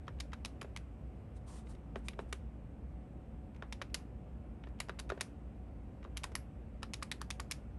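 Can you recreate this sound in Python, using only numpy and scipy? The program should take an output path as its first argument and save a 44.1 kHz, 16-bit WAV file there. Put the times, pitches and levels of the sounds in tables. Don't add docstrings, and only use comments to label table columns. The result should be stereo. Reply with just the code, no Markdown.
import sys
import numpy as np
from scipy import signal
from scipy.fft import rfft, irfft, next_fast_len
from scipy.io import wavfile
from scipy.ndimage import uniform_filter1d

SR = 44100
rng = np.random.default_rng(int(sys.argv[2]) if len(sys.argv) > 2 else 0)


def master(y):
    cut = np.clip(np.atleast_2d(y).T, -1, 1)
    pcm = np.round(cut * 32767)
    wavfile.write(sys.argv[1], SR, pcm.astype(np.int16))


def nominal_scale(level):
    x = np.asarray(level, float) / 20
    return 10 ** x


N = 343098

# frequency in Hz, lead of the left port in radians.
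PORT_PHASE = [(300, 0.5), (2400, 0.926), (8300, 0.59), (9600, -2.05), (10200, -3), (10800, -4.5),
              (11700, -5), (13000, -6)]


def unit(x):
    return x / np.sqrt(np.mean(x ** 2) + 1e-20)


def along(points, hz):
    f, v = np.transpose(points)
    return np.interp(np.log(hz + 1), np.log(f + 1), v)


def curve(rows):
    return np.interp(np.arange(N) / SR, *np.transpose(rows), left=-150, right=-150)


def filtered(x, response):
    m = next_fast_len(x.shape[-1] + 1024)
    spectrum = rfft(x, m) * response(np.fft.rfftfreq(m, 1 / SR))
    return irfft(spectrum, m)[..., :x.shape[-1]]


def colored(x, points):
    return filtered(x, lambda hz: nominal_scale(along(points, hz)))


def rung(x, modes):
    def response(f):
        return sum((-1) ** k * nominal_scale(db) * 1j * f * w / (c * c - f * f + 1j * f * w)
                   for k, (c, w, db) in enumerate(modes))

    y = filtered(x, response)
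    return y / (np.abs(y).max() + 1e-20)


def patchy(depth_db, channels):
    z = signal.stft(rng.standard_normal((channels, N + 512)), nperseg=512)[2]
    field = uniform_filter1d(rng.standard_normal(z.shape[1:]), size=5, axis=0)
    field = uniform_filter1d(field, size=12, axis=1)
    return signal.istft(z * nominal_scale(depth_db * unit(field)), nperseg=512)[1][:, :N]


def presses():
    # start in seconds, key body in dB, case knock in dB, snap in dB, key body pitch in Hz.
    pressed = [(0.0802, -38.5, -50.5, -53, 1150), (0.3319, -39, -61, -50, 1280),
               (0.618, -36.5, -45, -58.5, 1170), (1.9581, -34.5, -58, -52.5, 850),
               (2.1913, -33.5, -34, -56.5, 920), (3.624, -37.5, -44.5, -54.5, 1120),
               (3.816, -33, -44, -46, 1700), (4.6373, -50, -57, -90, 1720), (4.8948, -32.5, -38, -46, 1280),
               (5.1009, -31.5, -38.5, -42.5, 1250), (6.0492, -44.5, -48, -71, 1040),
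               (6.2408, -32, -72, -30, 1070), (6.8301, -35, -68, -37, 1210), (7.025, -35, -59, -43, 1210),
               (7.2155, -35, -52, -35, 1210), (7.4007, -36, -60, -33, 1150)]
    rattle_ms = 2.5
    settle_s, settle_db, settle_snap_db = 0.009, -12.5, -18
    rows = []
    for s, key_db, knock_db, snap_db, hz in pressed:
        rows.append((s, key_db, knock_db, snap_db, hz, rattle_ms))
        rows.append((s + settle_s, key_db + settle_db, knock_db + settle_db,
                     snap_db + settle_db + settle_snap_db, hz, rattle_ms))
    return rows


def releases():
    # start in seconds, key body in dB, snap in dB, rebound delay in ms, rebound over first in dB.
    released = [(0.2018, -41.5, -37.5, 2.3, 4), (0.4493, -34, -32, 7.8, -4), (0.7634, -36.5, -36, 8.2, -5),
                (2.0843, -33.5, -33, 1.3, -15), (2.327, -33, -32.5, 2.53, -2), (3.725, -35.5, -38, 4, -6),
                (3.944, -31, -24.5, 3.4, -7), (4.8018, -37, -32.5, 1.33, 7), (4.9921, -41, -38, 5, 2),
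                (5.2091, -31.5, -25, 5.1, -4.8), (6.171, -35.5, -32.5, 5.5, -7),
                (6.3532, -29.5, -28, 7.7, -11.5), (6.9357, -35.5, -31.5, 4.8, -1.5),
                (7.1153, -31, -31, 5.8, -3.5), (7.304, -33.5, -32.5, 4.8, 0.8), (7.5119, -32, -27.5, 7, -3)]
    # from this second, release pitch in Hz, case knock over key body in dB,
    # rattle length in ms.
    caps = [(0, 3700, -32, 1.6), (.4, 3500, -28, 1.4), (.7, 2300, -26, 1.3), (1.9, 2580, -20, 2),
            (2.3, 2280, -11.5, 1.4), (3.5, 3500, -40, 2.2), (3.9, 2900, -27, 1.9), (4.6, 2110, -23, 2.2),
            (4.9, 2050, -20, 2.3), (5.2, 2080, -15.5, 1.6), (6.0, 3100, -37, 1.7), (6.3, 2140, -40, 1.15),
            (6.8, 3560, -42, 1.3), (7.5, 3230, -40, 1.7)]
    rebound_longer, rebound_body_db = 1.45, -1.5
    rows = []
    for s, key_db, snap_db, delay_ms, more_db in released:
        hz, knock_db, rattle_ms = [cap[1:] for cap in caps if cap[0] <= s][-1]
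        again_db = key_db + more_db + rebound_body_db
        rows.append((s, key_db, key_db + knock_db, snap_db, hz, rattle_ms))
        rows.append((s + delay_ms / 1000, again_db, again_db + knock_db, snap_db + more_db,
                     hz, rattle_ms * rebound_longer))
    return rows


def rocks():
    # start in seconds, key body in dB, snap in dB, key body pitch in Hz.
    rocked = [(0.335, -48, -51, 2330), (0.6135, -42, -45, 2350), (0.6278, -51, -50, 1070),
              (3.8197, -40, -43.5, 1980), (3.952, -50, -57, 1170), (4.7884, -58, -87, 3000),
              (4.815, -49, -66, 2650), (4.8857, -44, -49.5, 870), (4.9888, -43, -56, 2050),
              (5.0928, -49, -52, 2520), (5.201, -52, -66, 1810), (6.0282, -53.5, -78, 2310),
              (6.03, -57, -70, 850), (6.1665, -51, -60, 1330), (6.2345, -41.5, -40.5, 2720),
              (6.8226, -53, -59, 1100), (7.018, -56, -59, 1030), (7.0284, -38, -32, 2530),
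              (7.209, -52, -64, 1500), (7.398, -34, -54, 1990), (7.504, -53.5, -63, 1170)]
    knock_db, rattle_ms = -20.5, 2.6
    return [(s, key_db, key_db + knock_db, snap_db, hz, rattle_ms) for s, key_db, snap_db, hz in rocked]


def shoves():
    # start in seconds, case knock in dB, key body in dB.
    shoved = [
        (0.646, -41, -48),
        (1.9597, -35, -47),
        (3.8197, -43, -54),
        (4.6703, -48.5, -52.5),
        (5.1198, -30, -37.5),
        (5.1752, -41.5, -51),
        (6.249, -50, -62),
        (6.3183, -52, -52.5),
        (6.8383, -51.5, -53),
    ]
    hz, rattle_ms, snap_db = 1030, 4.5, -22
    return [(s, key_db, knock_db, key_db + snap_db, hz, rattle_ms) for s, knock_db, key_db in shoved]


def touches():
    # start in seconds, key body in dB, snap in dB.
    touched = [(0.069, -62, -70), (0.187, -60, -77), (0.319, -54, -65), (1.6693, -58, -78),
               (1.749, -60, -65), (2.133, -52.5, -73), (3.546, -60, -72), (3.562, -56.5, -62.5),
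               (3.899, -65, -77), (4.638, -57.5, -71), (4.6862, -68, -68.5), (6.041, -55, -64),
               (6.318, -64, -61)]
    hz, rattle_ms, knock_db = 2080, 3.4, -75.5
    return [(s, key_db, knock_db, snap_db, hz, rattle_ms) for s, key_db, snap_db in touched]


def keys():
    # centre in Hz, width in Hz, level in dB.
    case = [(387.4, 37, -3.5), (645, 200, -9.5)]
    plate = [(807, 120, -1.5), (1150, 900, 2), (1870, 430, 7), (2600, 1180, 1.5), (3914, 88, 5.5)]
    edge = [(4074, 1430, -0.5), (5190, 2200, 7.5), (6900, 6700, 4), (9140, 2200, 5), (10540, 860, 2.5)]
    out, t = np.zeros(N + SR), np.arange(1536) / SR
    knock = rung(np.exp(-.5 * ((t - .0009) / .0003) ** 2), case)
    contacts = presses() + releases() + rocks() + shoves() + touches()
    for s, key_db, knock_db, snap_db, hz, rattle_ms in contacts:
        firm = 1 / (1 + nominal_scale(-1.5 * (key_db + 48)))
        bright = np.clip(nominal_scale(snap_db - key_db), 0, 1)
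        blow = np.exp(-.5 * ((t - .0003) / (.00007 - .00003 * bright)) ** 2)

        life_s = 0.0011 * np.clip(rattle_ms, .3, 9)
        onset = 1 - np.exp(-t / (.0001 + 0.00097 * (1 - firm)))
        fade = (np.exp(-t / life_s) + 0.11 * np.exp(-t / 0.0031)) * onset
        noise = rng.standard_normal((2, len(t)))
        chatter = noise * np.abs(noise[::-1]) * fade

        soft = filtered(chatter[0], lambda f: 1 / (1 + 1j * f / (0.99 * hz + 1500)) ** 2)
        body = [(hz, 0.19 * hz, -1)] + [(c, w, db - 4.2 * abs(np.log2(c / hz))) for c, w, db in plate]
        key = rung(firm * blow + (0.62 + 0.76 * bright) * soft, body)
        edges = [(c, w, db - 9 * (1 - bright) * np.log2(c / 4700)) for c, w, db in edge]
        snap = rung(chatter[1] + 1.96 * np.gradient(blow), edges)

        hit = nominal_scale(key_db + 4.5) * key + nominal_scale(knock_db + 2.0) * knock + nominal_scale(snap_db + 3.5) * snap
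        out[round(s * SR) - 10:][:len(t)] += hit
    return out[:N]


def nail():
    # start in seconds, rim in dB, sheen in dB.
    flicks = [
        (0.6185, -44, -37),
        (3.9446, -46, -8),
        (4.804, -37, -50),
        (4.9979, -50, -22),
        (5.2091, -42, -20),
        (6.1712, -36, -50),
        (6.3545, -25, -13),
        (7.2155, -43, -12),
        (7.4, -44, -23),
        (7.5122, -44, -12),
    ]
    # frequency in Hz, time to fall 60 dB in seconds.
    rim = [(11000, 0.016), (15250, 0.0063)]
    out, t = np.zeros(N + SR), np.arange(1024) / SR
    for s, *levels_db in flicks:
        wave = 0
        for db, (hz, t60) in zip(levels_db, rim):
            wander = .1 * np.cumsum(rng.standard_normal(len(t)))
            wave = wave + nominal_scale(db - 60 * t / t60) * np.sin(2 * np.pi * hz * t + wander)
        out[round(s * SR):][:len(t)] += wave * (1 - np.exp(-t / .0003))
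    return out[:N]


def brush():
    # start in seconds, hold in seconds, level in dB, lift-off in dB per second.
    strokes = [
        (1.366, 0.0071, -74.5, 900),
        (1.479, 0.11, -68, 400),
        (1.668, .003, -80, 1200),
        (1.695, 0.017, -69.5, 390),
        (1.966, .026, -79, 1000),
        (2.055, 0.02, -73, 2000),
        (2.195, 0.018, -75, 650),
        (2.293, 0.0045, -80, 400),
    ]
    # frequency in Hz, density in dB per Hz.
    skin = [(700, -17.5), (1000, 0.5), (1500, -11), (2800, -13.5), (4700, -14), (7000, -13.5), (8600, -10),
            (10500, -6.5), (12500, -33)]
    rise = 1040
    t = np.arange(N) / SR
    stroke = sum(nominal_scale(db - rise * np.maximum(s - t, 0) - fall * np.maximum(t - s - hold, 0))
                 for s, hold, db, fall in strokes)
    grit = patchy(1.2, channels=1)[0]
    return nominal_scale(7.5) * stroke * unit(colored(grit, skin))


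def ports(x):
    # frequency in Hz, left minus right in dB.
    lean = [(300, -3), (1100, 4.5), (2000, 0.5), (3700, 3.5), (7000, 2), (12000, -1)]

    def half(hz):
        return nominal_scale(along(lean, hz) / 2) * np.exp(.5j * along(PORT_PHASE, hz))

    return np.array([filtered(x, half), filtered(x, lambda hz: 1 / half(hz))])


def office(x, wet_db):
    # frequency in Hz, time to fall 60 dB in seconds.
    decay = [(400, 0.23), (1300, 0.15), (3000, 0.13), (6000, 0.17), (10000, 0.17)]
    grid = dict(fs=SR, nperseg=256, noverlap=192)
    hz, t, z = signal.stft(np.roll(x, 300), **grid)
    keep = nominal_scale(-120 * t[1] / along(decay, hz))
    power = uniform_filter1d(np.abs(z) ** 2, size=5, axis=0)
    lingering = np.array([signal.lfilter([1 - k], [1, -k], p) for k, p in zip(keep, power)])
    noise = signal.stft(rng.standard_normal((2, N)), **grid)[2]
    tail = noise / np.std(noise) * np.sqrt(np.abs(lingering))
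    left, other = signal.istft(tail, **grid)[1][:, :N]
    return nominal_scale(wet_db) * np.array([left, 0.66 * left + 0.21 * other])


def hum():
    # frequency in Hz, width in Hz, level in dB.
    duct = [(61.4, 17, -53), (220.4, 8.3, -64), (287, 12, -68), (739.7, 11, -75.5)]
    # frequency in Hz, left minus right in dB.
    lean = [(60, -0.5), (220, -5.5), (740, -10.5)]
    fan_hz, fan_db = 59.3, -48.5
    lines = nominal_scale(fan_db) * np.sin(2 * np.pi * fan_hz * np.arange(N) / SR)
    for hz, w, db in duct:
        line = filtered(rng.standard_normal(N), lambda f: np.exp(-((f - hz) / w) ** 2))
        lines = lines + nominal_scale(db) * unit(line)
    return filtered(np.array([lines, lines]), lambda f: nominal_scale(np.outer([.5, -.5], along(lean, f))))


def air(clicks):
    # frequency in Hz, density in dB per Hz.
    shared = [(15, -63.5), (25, -39.5), (40, -10.5), (64, -5), (92, -8), (220, -13.5), (422, -24.5),
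              (546, -23), (694, -29.5), (756, -29), (796, -31), (1500, -46.5), (1950, -75.5), (3300, -120)]
    differing = [(15, -47.5), (25, -17), (49, -8.5), (189, -5.5), (220, -7), (575, -10), (694, -8.5),
                 (756, -11.5), (1500, -24), (1950, -52), (3300, -120)]
    vent = [(900, -4.5), (1500, -3), (2000, -4), (2700, -6), (3300, -13.5), (4200, -20), (6500, -24),
            (8500, -19.5), (10600, -24), (12500, -11.5)]
    # frequency in Hz, level in dB.
    apart = [(1200, 2.5), (2600, -11), (6000, -0.5), (9300, -14), (10200, -18), (12000, -14.5)]
    # time in seconds, level in dB.
    drift = [(0.0, -68), (1.5, -68.5), (2.6, -69.5), (5.5, -69), (7.78, -68.5)]
    echo_db, echo_s = -23.5, 0.049
    a, b, *rush = patchy(0.83, channels=5)
    mid = nominal_scale(-50) * unit(colored(a, shared))
    side = nominal_scale(-62) * unit(colored(b, differing))
    rumble = np.array([mid + side, mid - side]) * nominal_scale([[-.4], [.4]])

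    rush = unit(colored(np.array(rush), vent))
    echo = np.abs(filtered(clicks ** 2, lambda f: 1 / (1 + 1j * np.pi * f * echo_s) ** 2))
    level = np.sqrt(nominal_scale(curve(drift) - 1.5) ** 2 + nominal_scale(echo_db) ** 2 * echo)
    return rumble + level * (ports(rush[0]) + colored(rush[1:], apart))


def scene():
    clicks = keys()
    close = clicks + nail()
    room = filtered(office(close, wet_db=-14),
                    lambda hz: np.exp(np.outer([.5j, -.5j], along(PORT_PHASE, hz))))
    return ports(close + brush()) + room + hum() + air(clicks)


def roll_off(x):
    return signal.sosfilt(signal.butter(12, 16500, fs=SR, output="sos"), x)


def record(dry):
    # frequency in Hz, level in dB.
    microphone = [(11300, -0.5), (12300, -22.5), (13800, -49), (15500, -46), (17000, -70)]
    return roll_off(colored(dry, microphone))


dry = scene()
out = record(dry)
master(out)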